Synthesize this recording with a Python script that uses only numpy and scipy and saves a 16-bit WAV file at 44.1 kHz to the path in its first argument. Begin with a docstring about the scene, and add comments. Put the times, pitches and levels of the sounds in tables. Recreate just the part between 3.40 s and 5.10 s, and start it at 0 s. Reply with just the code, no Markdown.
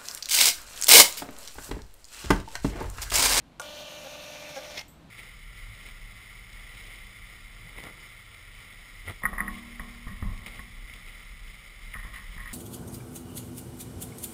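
"""Low rumble and faint air of a quiet room come first; then a small thermal receipt printer feeds out a slip.
It starts with a clack: sharp ticks of noise over decaying tones of the plastic body.
The stepper motor whines in sine tones, its gears shake the case, and each step rasps the paper with a burst
of noise; the slip's rings all sink in pitch as it grows. Twice the motor slows onto the case's resonance.
A soft thud comes late in the feed, which ends in a short chatter, then a faint high ping."""
import sys
import numpy as np
from scipy import signal
from scipy.fft import rfft, irfft
from scipy.io import wavfile
from scipy.ndimage import uniform_filter1d

SR = 44100
rng = np.random.default_rng(int(sys.argv[2]) if len(sys.argv) > 2 else 0)


def output_pcm(signal):
    """Save a mono or channel-first signal as 16-bit PCM at the path in sys.argv[1].

    Samples are clipped to [-1, 1] before scaling.
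    """
    pcm = np.clip(np.atleast_2d(signal).T, -1, 1) * 32767
    wavfile.write(sys.argv[1], SR, np.round(pcm).astype(np.int16))


N = 74970  # length [samples]

# Low rumble of the room: colour (frequency [Hz], level [dB]), then loudness (time [s], level [dB])
RUMBLE_COLOUR = [(20, -13), (33, -12), (48, -6), (65, -4.5), (100, -14.5), (200, -18), (1000, -92)]
RUMBLE_LEVEL = [(0, -59), (0.598, -60), (1.1, -63.5), (1.45, -57), (1.7, -58.5)]
# Air of the room: colour (frequency [Hz], level [dB]), then loudness (time [s], level [dB])
AIR_COLOUR = [(60, -33), (110, -4), (160, 2.5), (220, -4.5), (290, -0.5), (400, -13), (800, -11),
              (1600, -19), (4200, -23), (5000, -29.5), (10000, -36), (15500, -42.5)]
AIR_LEVEL = [(0, -56.5), (1.3, -57.5), (1.7, -54.5)]

# Clacks as the mechanism takes up:
# (time [s], body level [dB], tick level [dB], tick 60 dB fall time [s], tick top frequency [Hz])
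CLACKS = [(0.1969, -31, -32, 0.023, 9600), (0.2027, -40, -37, .016, 10000),
          (0.216, -51, -31, 0.0095, 17100)]
# Ringing tones of the body, relative to each other (frequency [Hz], level [dB], 60 dB fall time [s])
BODY_MODES = [(504, -6, 0.095), (730, -22, 0.061), (880, 3, 0.08), (1160, 1.5, 0.048), (1440, 4.5, 0.061),
              (5970, 3.5, .02), (6200, 2, .018)]
# Colour of the dense knock beneath those tones (frequency [Hz], level [dB])
KNOCK_COLOUR = [(380, -25), (560, 3.5), (900, 1), (1450, 5.5), (1800, -21), (4000, -16.5)]
# Colour of the ticks (frequency [Hz], level [dB])
TICK_COLOUR = [(500, -30), (2500, 2), (5000, 2), (6500, 5.5), (8000, 0.5), (9300, 5.5), (11000, -7),
               (15500, -18)]

# Moments when the motor labours, from mid-slowing to mid-recovery:
# (start [s], end [s], drive on the case [dB], extra paper rasp [dB])
LABOURS = [(.646, .676, 0.5, 0), (1.159, 1.19, 2.5, 4)]
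# Tones of the motor whine, before the load acts (multiple of the step rate [-], level [dB])
WHINE_TONES = [(1, -62), (2, -46.5), (3, -64.5), (4, -59.5), (5, -63), (6, -66), (8, -61), (9, -62.5),
               (10, -89), (12, -59), (14, -65)]
# How the load on the motor changes the whine and case shake (time [s], level [dB])
LOAD = [(.2, -1), (.35, -1.5), (.6, -3), (.8, -1.5), (.89, -4), (1.02, -1), (1.25, -1.5), (1.4, -4)]
# Unevenness of the gear train (multiple of the gear rate [-], depth [-])
GEAR_UNEVENNESS = [(1, 0.24), (2, 0.33), (3, 0.31)]
# Resonances of the case (frequency [Hz], width [Hz], level [dB])
CASE_RESONANCES = [(535.5, 49, -3), (624.4, 22, 1), (765, 21.7, -0.5), (1146, 70, -14), (1455, 108, -14.5),
                   (1622, 50, -40)]
# Colour of the paper rasp (frequency [Hz], level [dB])
RASP_COLOUR = [(400, -10.5), (700, 5), (1100, -5), (2000, -5), (2700, -4.5), (3500, -1), (4400, -1.5),
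               (5000, -7), (5700, -1.5), (6600, -3.5), (7700, -13.5), (9200, -10.5), (10400, -17),
               (11800, -14), (15500, -17)]
# Rings of the growing slip (start frequency [Hz], stop frequency [Hz], width [Hz],
# start level [dB], stop level [dB])
SLIP_RINGS = [(3215, 2060, 530, -50.5, -53.5), (4270, 2900, 1000, -56.5, -55),
              (6870, 5200, 970, -63.5, -55.5), (12800, 11800, 3300, -63.5, -67.5)]

# Chatter at the end of the feed (time [s], half length [s], level [dB], upper resonances [dB])
CHATTERS = [(1.366, .006, -40.5, -9), (1.3795, 0.0043, -31, -0.5), (1.3933, 0.0027, -32, -3.5),
            (1.414, 0.0023, -39.5, -16)]
# Resonances rung by the chatter; the first two are the lower ones (frequency [Hz], width [Hz], level [dB])
CHATTER_RESONANCES = [(2120, 48, 4.5), (2570, 100, -3), (3260, 490, -4), (3800, 220, -9), (4350, 350, -2),
                      (5200, 160, 4), (5200, 170, -13)]
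# Colour of the scrape between those resonances (frequency [Hz], level [dB])
CHATTER_NOISE_COLOUR = [(400, 3), (800, 5.5), (1600, -7), (2200, 10.5), (5600, -1), (7200, -14),
                        (15500, -10)]
# Noise bands of the faint ping (frequency [Hz], width [Hz], level [dB])
PING_BANDS = [(7950, 390, -1), (12400, 530, -12), (13500, 440, -3.5)]
# Colour of the room tail (frequency [Hz], level [dB])
ROOM_COLOUR = [(300, -13), (1000, 4.5), (2100, 1), (4300, -2.5), (5300, -7), (7500, 5.5), (15500, 0)]

# Clacks: T60 is the time to fall by 60 dB
KNOCK_DB, KNOCK_T60_S = -4.5, 0.062  # level relative to the clack's body level
TICK_ATTACK_S, BODY_ATTACK_S = 0.0008, 0.002

# Motor and gears
START_S, STOP_S, ATTACK_S, RELEASE_S = 0.208, 1.417, 0.015, 0.0026
STEP_HZ, SLOW_STEP_HZ, SLOW_RAMP_S = 297.2, 269.4, 0.016
SPEED_JITTER = 0.0012  # share of the step rate
WHINE_END_S, WHINE_FADE_S, WHINE_FLUTTER = 1.425, 0.068, 0.19
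GEAR_HZ, GEAR_ROUGHNESS = 25.7, 0.3
SHAKE_DB = -51  # before the load acts
GROAN_DB = -37  # before each labour's own drive

# Paper
RASP_DB, RASP_DECAY = -49, 0.1  # decay in steps
RASP_BASE, HALF_STEP = 1, 0.63  # steady part, and strength of the scrape halfway through a step
RASP_SCATTER_DB = 4  # uneven strength from scrape to scrape
FLUTTER_DB = 2.14  # quick, uneven flutter in level of the slip's rings; the rasp flutters half as much
GRIT_SHARE, GRIT_DB = 0.08, -40  # chance of a catch per step, and its level

# Thud, chatter, ping and room
THUD_S, THUD_HZ, THUD_T60_S, THUD_DB = 1.1, 146, 0.16, -48
CHATTER_NOISE_DB, CHATTER_TOP_HZ = -6, 6500
PING_S, PING_T60_S, PING_DB = 1.482, 0.31, -56.5
ROOM_T60_S, ROOM_DB = 0.35, -12.5
TOP_HZ = 15500


def undb(db):
    """Turn decibels into gain."""
    return 10 ** (np.asarray(db) / 20)


def unit(x):
    """Scale to an rms (average strength) of 1."""
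    return x / np.sqrt(np.mean(x ** 2))


def noise():
    """Make white noise."""
    return rng.standard_normal(N)


def walk(rate):
    """Wander smoothly at random, changing about rate times a second; rms 1."""
    hold = max(int(SR / rate), 1)
    held = np.repeat(noise()[:N // hold + 1], hold)
    smooth = uniform_filter1d(uniform_filter1d(held, hold), hold)
    return unit(smooth[:N])


def shape(x, points):
    """Filter by (frequency, level) points, joined along a logarithmic frequency scale."""
    hz, db = np.array(points).T
    f = np.maximum(np.fft.rfftfreq(N, 1 / SR), 1)
    gain = undb(np.interp(np.log(f), np.log(hz), db))
    return irfft(rfft(x) * gain, N)


def colour(x, points):
    """Filter by (frequency, level) points and scale to rms 1."""
    return unit(shape(x, points))


def resonate(x, rows):
    """Ring a bank of (frequency, width, level) resonances side by side."""
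    out = 0
    for hz, width, db in rows:
        b, a = signal.iirpeak(hz, hz / width, fs=SR)
        out = out + undb(db) * signal.lfilter(b, a, x)
    return out


def lowpass(x, order, top_hz):
    """Take away the sound above top_hz."""
    return signal.sosfilt(signal.butter(order, top_hz, fs=SR, output="sos"), x)


def level_over_time(t, points):
    """Turn (time, level) points into a changing gain."""
    return undb(np.interp(t, *np.array(points).T))


def ramp(t, start, length):
    """Rise from 0 to 1."""
    return np.clip((t - start) / length, 0, 1)


def decay(t, start, t60):
    """Begin suddenly, then fall by 60 dB in t60 seconds."""
    return (t >= start) * np.exp(-np.log(1000) * np.maximum(t - start, 0) / t60)


def background(t):
    """The quiet room: coloured noise makes a low rumble and faint air."""
    rumble = level_over_time(t, RUMBLE_LEVEL) * colour(noise(), RUMBLE_COLOUR)
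    air = level_over_time(t, AIR_LEVEL) * colour(noise(), AIR_COLOUR)
    return rumble + air


def clacks(t):
    """The mechanism snaps into motion: sharp ticks, and the plastic body swells up behind them."""
    out = 0
    for s, body_db, tick_db, tick_t60, top_hz in CLACKS:
        modes = 0
        for hz, db, t60 in BODY_MODES:
            tone = np.sin(2 * np.pi * (hz * (t - s) + rng.random()))
            modes = modes + undb(db) * decay(t, s, t60) * tone
        knock = undb(KNOCK_DB) * decay(t, s, KNOCK_T60_S) * colour(noise(), KNOCK_COLOUR)
        body = ramp(t, s, BODY_ATTACK_S) * (modes / 2 + knock)
        snap = lowpass(colour(noise(), TICK_COLOUR), 4, top_hz)
        tick = ramp(t, s, TICK_ATTACK_S) * decay(t, s, tick_t60) * snap
        out = out + undb(body_db) * body + undb(tick_db) * tick
    return out


def motor_whine(steps):
    """The stepper sings at multiples of its step rate, each tone fluttering by itself."""
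    out = 0
    for k, db in WHINE_TONES:
        tone = np.sqrt(2) * np.cos(2 * np.pi * (k * steps + rng.random()))
        out = out + undb(db) * tone * (1 + WHINE_FLUTTER * walk(140))
    return out


def case_shake(t, steps):
    """Uneven gears vary the strength of the motor's jolts, which ring the case."""
    jolts = sum(np.cos(2 * np.pi * k * steps) for k in range(1, 8))
    gears = GEAR_ROUGHNESS * walk(260)
    for k, depth in GEAR_UNEVENNESS:
        gears = gears + depth * np.cos(2 * np.pi * (k * GEAR_HZ * t + rng.random()))
    return undb(SHAKE_DB) * unit(resonate(jolts * gears, CASE_RESONANCES))


def paper(t, steps):
    """A scrape at each step, a weaker one halfway, now and then a catch; noise rings the growing slip."""
    size = undb(RASP_SCATTER_DB * noise()[(2 * steps).astype(int)])
    on_step = np.exp(-(steps % 1) / RASP_DECAY)
    halfway = np.exp(-((steps + 0.5) % 1) / RASP_DECAY)
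    scrapes = unit(RASP_BASE + size * (on_step + HALF_STEP * halfway))
    rasp = undb(RASP_DB + FLUTTER_DB * walk(69.1) / 2) * colour(scrapes * noise(), RASP_COLOUR)
    catches = rng.random(N)[steps.astype(int)] < GRIT_SHARE
    out = rasp + undb(GRIT_DB) * catches * on_step * colour(noise(), RASP_COLOUR)

    fed = ramp(t, START_S, STOP_S - START_S)  # share of the slip fed out
    for hz0, hz1, width, db0, db1 in SLIP_RINGS:
        # Shift the moving pitch down to zero, filter around it, then shift back up
        turn = np.exp(2j * np.pi * np.cumsum(hz0 + (hz1 - hz0) * fed) / SR)
        band = signal.bessel(2, width / 2, norm="mag", fs=SR, output="sos")
        ring = turn * signal.sosfilt(band, scrapes * noise() / turn)
        level = undb(db0 + (db1 - db0) * fed + FLUTTER_DB * walk(49))
        out = out + level * unit(ring.real)
    return out


def labour_groan(steps, spans):
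    """The slowed motor drives the case's resonance with strong, unsteady heaves."""
    heaves = sum(np.cos(2 * np.pi * k * steps) for k in range(1, 7))
    push = sum(span * undb(drive_db) for span, (_, _, drive_db, _) in zip(spans, LABOURS))
    ringing = resonate(heaves * (1 + 0.25 * walk(300)) * push, CASE_RESONANCES)
    return ringing * undb(GROAN_DB) * np.sqrt(2)


def feed(t):
    """One shared count of motor steps drives the whine, case and paper; labouring slows the count."""
    running = ramp(t, START_S, ATTACK_S) * (1 - ramp(t, STOP_S, RELEASE_S))
    spans = []
    for start, end, _, _ in LABOURS:
        slowing = ramp(t, start - SLOW_RAMP_S / 2, SLOW_RAMP_S)
        recovery = ramp(t, end - SLOW_RAMP_S / 2, SLOW_RAMP_S)
        spans.append(slowing * (1 - recovery))
    slow = sum(spans)
    step_hz = STEP_HZ + (SLOW_STEP_HZ - STEP_HZ) * slow
    steps = np.cumsum(step_hz * (1 + SPEED_JITTER * walk(60))) / SR

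    fade = 1 - ramp(t, WHINE_END_S - WHINE_FADE_S, WHINE_FADE_S)
    drive = running * fade * level_over_time(t, LOAD)
    # Labouring silences the whine and halves the ordinary shake
    motor = drive * (motor_whine(steps) * (1 - slow) + case_shake(t, steps) * (1 - slow / 2))
    strain = undb(sum(span * rasp_db for span, (_, _, _, rasp_db) in zip(spans, LABOURS)))
    return motor + labour_groan(steps, spans) + running * strain * paper(t, steps)


def thud(t):
    """The case gives a soft, low thud: one decaying sine."""
    return undb(THUD_DB) * decay(t, THUD_S, THUD_T60_S) * np.sin(2 * np.pi * THUD_HZ * (t - THUD_S))


def chatter(t):
    """Short bursts of scraping noise ring the slip and mechanism as the feed ends."""
    grit = undb(CHATTER_NOISE_DB) * colour(noise(), CHATTER_NOISE_COLOUR)
    scrape = lowpass(noise(), 6, CHATTER_TOP_HZ)
    scrape = scrape / np.std(resonate(scrape, CHATTER_RESONANCES))
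    out = 0
    for s, half, db, upper_db in CHATTERS:
        burst = undb(db) * np.exp(-((t - s) / half) ** 2 / 2)
        lower = resonate(scrape * burst, CHATTER_RESONANCES[:2])
        upper = undb(upper_db) * resonate(scrape * burst, CHATTER_RESONANCES[2:])
        out = out + lower + upper + burst * grit
    return out


def ping(t):
    """After the stop, narrow bands of noise begin together and die away as a faint high ping."""
    ring = 0
    for hz, width, db in PING_BANDS:
        band = [(hz, 2 * width, 0)]
        # Two passes make the sides of the band steeper
        ring = ring + undb(db) * unit(resonate(resonate(noise(), band), band))
    return undb(PING_DB) * decay(t, PING_S, PING_T60_S) * unit(ring)


def room_tail(t, printer):
    """The room answers the printer with a decaying wash of noise-like echoes."""
    echoes = noise() * decay(t, 0.0037, ROOM_T60_S)  # first echo after 3.7 ms
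    echoes = echoes / np.linalg.norm(echoes)
    return undb(ROOM_DB) * signal.fftconvolve(shape(printer, ROOM_COLOUR), echoes)[:N]


def scene():
    """The printer close by, a short room tail and the room's background, alike in both ears."""
    t = np.arange(N) / SR
    quiet_room = background(t)
    printer = clacks(t) + feed(t) + thud(t) + chatter(t)
    out = quiet_room + printer + room_tail(t, printer) + ping(t)
    return np.array([out, out])


def record(dry):
    """The recorder cuts the top with a steep low-pass filter."""
    return signal.sosfilt(signal.ellip(10, 0.1, 70, TOP_HZ, fs=SR, output="sos"), dry)


dry = scene()
out = record(dry)
output_pcm(out)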